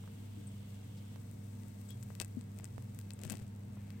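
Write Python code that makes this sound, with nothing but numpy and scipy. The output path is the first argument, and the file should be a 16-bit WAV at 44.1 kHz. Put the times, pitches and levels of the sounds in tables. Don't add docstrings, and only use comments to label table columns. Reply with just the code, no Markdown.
import sys
import numpy as np
from scipy import signal
from scipy.fft import rfft, irfft, next_fast_len
from scipy.io import wavfile
from scipy.ndimage import map_coordinates

SR = 44100
rng = np.random.default_rng(int(sys.argv[2]) if len(sys.argv) > 2 else 0)


def master_out(mix):
    frames = np.transpose(np.atleast_2d(mix))
    ceiling = np.clip(frames, -1, 1)
    pcm = np.round(ceiling * 32767).astype(np.int16)
    wavfile.write(sys.argv[1], SR, pcm)


N = 176400

# frequency in Hz, rms level in dB, pan in dB, unsteadiness from 0 to 1.
HUM_LINES = [(100.45, -48.5, -1, 0.15), (121, -56.5, 0, 0.69), (200.7, -56.5, 0, 0.25),
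             (236.7, -61, 6.5, 0.99), (459.7, -69, 38, 0.26), (908, -79, -12, 0.49)]
# frequency in Hz, relative level in dB.
RUMBLE_SPECTRUM = [(25, -14), (55, -3), (80, 3), (160, 5.5), (250, -1), (380, -20), (700, -40.5),
                   (3000, -49)]
HISS_LEFT_SPECTRUM = [(60, -12), (290, 20), (380, 12.5), (500, 12), (900, 3.5), (2400, -4.5), (4300, -6),
                      (7300, -5), (8450, -0.5), (9700, -10.5), (11000, -12), (12800, -7.5), (16000, -9)]
HISS_RIGHT_SPECTRUM = [(300, 15.5), (900, 6), (1600, 0.5), (3700, -2), (4600, -6.5), (8300, -7.5),
                       (10000, -12.5), (15000, -7)]
CRACKLE_SPECTRUM = [(600, -22), (1200, -16), (1800, -12), (2700, -8), (3700, -13.5), (6700, -7), (8250, 1),
                    (8900, -3), (9600, -13.5), (13000, -9), (16000, -14.5)]
KNOCK_SPECTRUM = [(60, 4), (250, 6.5), (1000, -2.5), (2200, -15), (3500, -23), (16000, -32)]
RUB_SPECTRUM = [(100, -5), (350, 8), (680, 2.5), (900, -7), (2700, -9), (3800, -15), (8200, -22),
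                (16000, -31)]
# frequency in Hz, relative level in dB, T60 in seconds.
CASE_MODES = [(630, -18, 0.19), (1618, 0, 0.087), (1979, 2, 0.082), (2165, 2.5, 0.027), (2635, 3.5, 0.065)]
# time in seconds, gain in dB.
TREBLE_GAIN = [(0, 2.5), (1.3, 3), (2.1, 4), (2.45, -2.5), (3.0, 2), (3.6, -4.5), (4, -1)]
# start and end in seconds, centre in Hz, half-width in octaves,
# level and pan in dB.
SIZZLES = [(0, 1.164, 3100, 0.33, -69, -37), (0.976, 0.989, 4450, 0.56, -67, 3),
           (1.892, 1.925, 4800, 0.75, -61.5, 21), (3.77, 4, 2050, 0.44, -70, 10)]
# start in seconds, gain and pan in dB, T60 in seconds, extra treble in dB.
SCUFFS = [(0.038, -21, 0, 0.024, -1), (0.076, -19, -2, 0.026, 1), (1.159, -16.5, -22, 0.023, 9.5),
          (3.769, -19, -0.5, 0.05, -6)]
# start in seconds, pitch in Hz, level in dB, T60 in seconds.
BUMPS = [(0.371, 299, -44.5, 0.24), (2.3694, 238.6, -26, 0.081), (3.255, 145, -33, 0.11),
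         (3.3065, 209, -27.5, 0.0375), (3.321, 202, -25.5, 0.041), (3.347, 205, -25, 0.024),
         (3.413, 55, -38, 0.059)]
# start in seconds, pitch in Hz, level in dB, T60 in seconds,
# rise in octaves per second.
BUBBLES = [(0.468, 8170, -41.5, 0.058, 0.36), (1.887, 7750, -41.5, 0.052, 0.09),
           (1.899, 3290, -47.5, 0.13, .1)]
# start in seconds, then gain, extra body and extra top in dB.
CRACKLES = [(1.3133, -26, -2, 5), (1.634, -30, 10, -7), (1.683, -28, -4, 4), (1.8146, -24, -2, 2),
            (1.906, -18.5, -2, 7), (2.0275, -15.5, -1.5, -13), (2.0321, -20.5, -1, 1), (2.036, -25, -8, 7),
            (2.152, -18.5, 5, -1), (2.2007, 0, 7, -9), (2.206, -14, -8, -2), (2.2131, -9.5, 3, 1),
            (2.2165, -5.5, 4, -7), (2.2227, -15, 10, -7), (2.2474, -14, -3, -2), (2.4111, -21.5, 3.5, -15),
            (2.588, -20, 5.5, 4), (2.6435, -8.5, -6, -9), (2.6541, -19, 4, -2), (2.8241, -26, 2, 3),
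            (2.9475, -24, -7, 0), (2.9896, -14.5, -1, 3.5), (3.013, -24, 6, 0), (3.106, -17.5, 15, -1),
            (3.1352, -14.5, -41, -7), (3.1916, -22.5, 5, -3), (3.2158, -19, 0, -3), (3.2357, -10, 2.5, -2),
            (3.2482, -19, 3, -7), (3.2511, -17, 6, 3), (3.277, -21, 3, -9), (3.2989, -2, 0, -11),
            (3.3035, -10, 1, -2), (3.3064, -10.5, 3, -16), (3.3203, -16, 4, 6), (3.3222, -11.5, 1, 4.5),
            (3.3285, -28, -1, 0), (3.354, -19, 5, -9), (3.3706, -22, 10, 0), (3.9044, -27, 14.5, 3)]
# start in seconds, gain in dB, pan in dB.
KNOCKS = [(2.104, -14.5, 25), (2.2008, -15.5, 24), (2.2058, -11, 19), (2.2145, -10, 25), (2.781, -8, -35)]
# centre in seconds, Gaussian width in seconds, level in dB.
GRIP_SHIFTS = [(2.222, 0.011, -55), (2.605, 0.032, -60), (3.245, 0.033, -50.5), (3.319, 0.016, -44.5),
               (3.396, 0.036, -55)]
# frequency in Hz, loss in dB.
FAR_SIDE_LOSS = [(200, 16), (3000, 21), (8000, 26), (12000, 18)]

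TOP_HZ = 16100


def amp(db):
    return 10 ** (np.asarray(db) / 20)


def unit(x):
    return x / np.sqrt(np.mean(x ** 2) + 1e-20)


def along(points, hz):
    f, v = np.transpose(points)
    return np.interp(np.log(hz + 1), np.log(f + 1), v)


def curve(rows):
    return np.interp(np.arange(N) / SR, *np.transpose(rows))


def wobble(knots_per_s):
    knots = rng.standard_normal(N // 100)
    return map_coordinates(knots, [np.arange(N) * knots_per_s / SR], mode="wrap")


def filtered(x, response):
    size = next_fast_len(N + SR // 2)
    return irfft(rfft(x, size) * response(np.fft.rfftfreq(size, 1 / SR)), size)[..., :N]


def noise(spectrum):
    return unit(filtered(rng.standard_normal(N), lambda hz: amp(along(spectrum, hz))))


def snap(colour_db, size=2048):
    cepstrum = irfft(np.log(amp(colour_db(np.fft.rfftfreq(size, 1 / SR)))))
    cepstrum[1:size // 2] *= 2
    cepstrum[size // 2 + 1:] = 0
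    return irfft(np.exp(rfft(cepstrum)))


def panned(x, pan_db):
    return amp([[min(pan_db, 0)], [min(-pan_db, 0)]]) * x


def add(track, start_s, sound):
    part = track[..., max(round(start_s * SR), 0):][..., :sound.shape[-1]]
    part += sound[..., :part.shape[-1]]


def hum(rumble_db=-55.5):
    t = np.arange(N) / SR
    out = panned(amp(rumble_db) * noise(RUMBLE_SPECTRUM), 0)
    for hz, db, pan_db, unsteady in HUM_LINES:
        sway = 1 - unsteady + unsteady * (wobble(7) + 1j * wobble(7)) / 2
        tone = np.real(sway * np.exp(2j * np.pi * (hz * t + rng.random())))
        out += panned(amp(db) * unit(tone), pan_db)
    return out


def case_response(hz):
    return 1 + 1.1 * sum(amp(db) / (1 + 2j * np.pi * (hz - mode_hz) * t60_s / np.log(1000))
                         for mode_hz, db, t60_s in CASE_MODES)


def hiss(left_db=-60, right_db=-62.5, split_hz=4400, flutter_db=1.2):
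    left = amp(left_db) * filtered(noise(HISS_LEFT_SPECTRUM), case_response)
    treble = filtered(left, lambda hz: hz ** 2 / (hz ** 2 + split_hz ** 2))
    treble_db = curve(TREBLE_GAIN) + flutter_db * wobble(50)
    left += treble * (amp(treble_db) - 1)
    return np.array([left, amp(right_db) * noise(HISS_RIGHT_SPECTRUM)])


def sizzles(fade_s=0.01):
    out, t = np.zeros((2, N)), np.arange(N) / SR
    for start_s, end_s, centre_hz, width_oct, db, pan_db in SIZZLES:
        white = rng.standard_normal(N)
        band = filtered(white, lambda hz: 1 / (1 + (np.log2((hz + 1) / centre_hz) / width_oct) ** 2))
        gate = np.clip(1 + np.minimum(t - start_s, end_s - t) / fade_s, 0, 1)
        out += panned(amp(db) * gate * unit(band), pan_db)
    return out


def crack(colour_db, size=512, smear_s=0.0007, ripple_db=1.5):
    bins = [np.linspace(0, 15, size // 2 + 1)]
    ripple = map_coordinates(rng.standard_normal(16), bins, mode="nearest")
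    lag = map_coordinates(rng.standard_normal(16), bins, mode="nearest")
    delay_s = smear_s * np.abs(lag) / 2
    phase = -2 * np.pi * np.cumsum(delay_s) * SR / size
    return irfft(rfft(snap(colour_db), size) * amp(ripple_db * ripple) * np.exp(1j * phase))


def grip():
    t = np.arange(N) / SR
    return sum(amp(db) * np.exp(-.5 * ((t - centre_s) / width_s) ** 2)
               for centre_s, width_s, db in GRIP_SHIFTS)


def fine_crackle(rest_per_s=90, rest_db=-40, grip_gain_db=16, spread_db=7, tilt_spread_db=5):
    out, effort = np.zeros(N), grip()
    level = amp(rest_db) + amp(grip_gain_db) * effort
    rate_per_s = rest_per_s * (1 + 2 * effort / effort.max())
    hits = rng.random(N) < rate_per_s / SR
    offset_db = spread_db * (2 * rng.random(N) - 1)
    shapes = [crack(lambda hz: along(CRACKLE_SPECTRUM, hz) + tilt_db * (2 * hz / TOP_HZ - 1))
              for tilt_db in tilt_spread_db * rng.standard_normal(20)]
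    for i in np.flatnonzero(hits):
        add(out, i / SR, level[i] * amp(offset_db[i]) * shapes[i % len(shapes)])
    return out


def scuffs():
    out, t = np.zeros((2, N)), np.arange(SR // 5) / SR
    for start_s, db, pan_db, t60_s, treble_db in SCUFFS:
        drag = rng.standard_normal(len(t)) * amp(-60 * t / t60_s)
        drag /= np.linalg.norm(drag)
        shelf = [(1500, 0), (3500, treble_db)]
        touch = snap(lambda hz: db + along(KNOCK_SPECTRUM, hz) + along(shelf, hz))
        add(out, start_s, panned(signal.fftconvolve(touch, drag), pan_db))
    return out


def bumps(attack_s=0.002, pan_db=16):
    out, t = np.zeros(N), np.arange(SR // 5) / SR
    for start_s, hz, db, t60_s in BUMPS:
        envelope = amp(db - 60 * t / t60_s) * (1 - np.exp(-t / attack_s))
        add(out, start_s, envelope * np.sin(2 * np.pi * hz * t))
    return panned(out, pan_db)


def bubbles(attack_s=0.0033, jitter_rad=0.075, pan_db=25):
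    out, t = np.zeros(N), np.arange(SR // 6) / SR
    for start_s, hz, db, t60_s, rise_oct_per_s in BUBBLES:
        pitch_hz = hz * 2 ** np.minimum(rise_oct_per_s * t, .5)
        phase = np.cumsum(2 * np.pi * pitch_hz / SR + jitter_rad * rng.standard_normal(len(t)))
        envelope = amp(db - 60 * t / t60_s) * (1 - np.exp(-t / attack_s))
        add(out, start_s, envelope * np.sin(phase))
    return panned(out, pan_db)


def case_ring(t):
    return sum(amp(db - 60 * t / t60_s) * np.sin(2 * np.pi * hz * t) for hz, db, t60_s in CASE_MODES)


def crackles(scatter_db=-41, scatter_t60_s=0.045, case_db=-45.5):
    out, t = np.zeros(N), np.arange(SR // 10) / SR
    ring = amp(case_db) * case_ring(t)
    for start_s, db, body_db, top_db in CRACKLES:
        tilt = [(1500, body_db / 2), (4500, body_db), (7300, 0), (9000, 0), (10800, top_db)]
        click = crack(lambda hz: db + along(CRACKLE_SPECTRUM, hz) + along(tilt, hz))
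        scatter = amp(scatter_db - 60 * t / scatter_t60_s) * rng.standard_normal(len(t))
        add(out, start_s, click)
        add(out, start_s, signal.fftconvolve(click, scatter + ring))
    return out


def knocks(case_db=-38):
    out, t = np.zeros((2, N)), np.arange(SR // 5) / SR
    pulse = snap(lambda hz: along(KNOCK_SPECTRUM, hz))
    ring = amp(case_db) * signal.fftconvolve(pulse, case_ring(t))
    knock = np.array([ring, np.zeros_like(ring)])
    add(knock, 0, pulse)
    for start_s, db, pan_db in KNOCKS:
        add(out, start_s, panned(amp(db) * knock, pan_db))
    return out


def rubs(grain_db=5, grains_per_s=250):
    return grip() * unit(noise(RUB_SPECTRUM) * amp(grain_db * wobble(grains_per_s)))


def scene():
    near = crackles() + fine_crackle() + rubs()
    far = filtered(near, lambda hz: amp(-along(FAR_SIDE_LOSS, hz)))
    return np.array([near, far]) + bubbles() + scuffs() + bumps() + knocks() + hum() + hiss() + sizzles()


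def record(dry):
    return filtered(dry, lambda hz: 1 / np.sqrt(1 + (hz / TOP_HZ) ** 200))


dry = scene()
out = record(dry)
master_out(out)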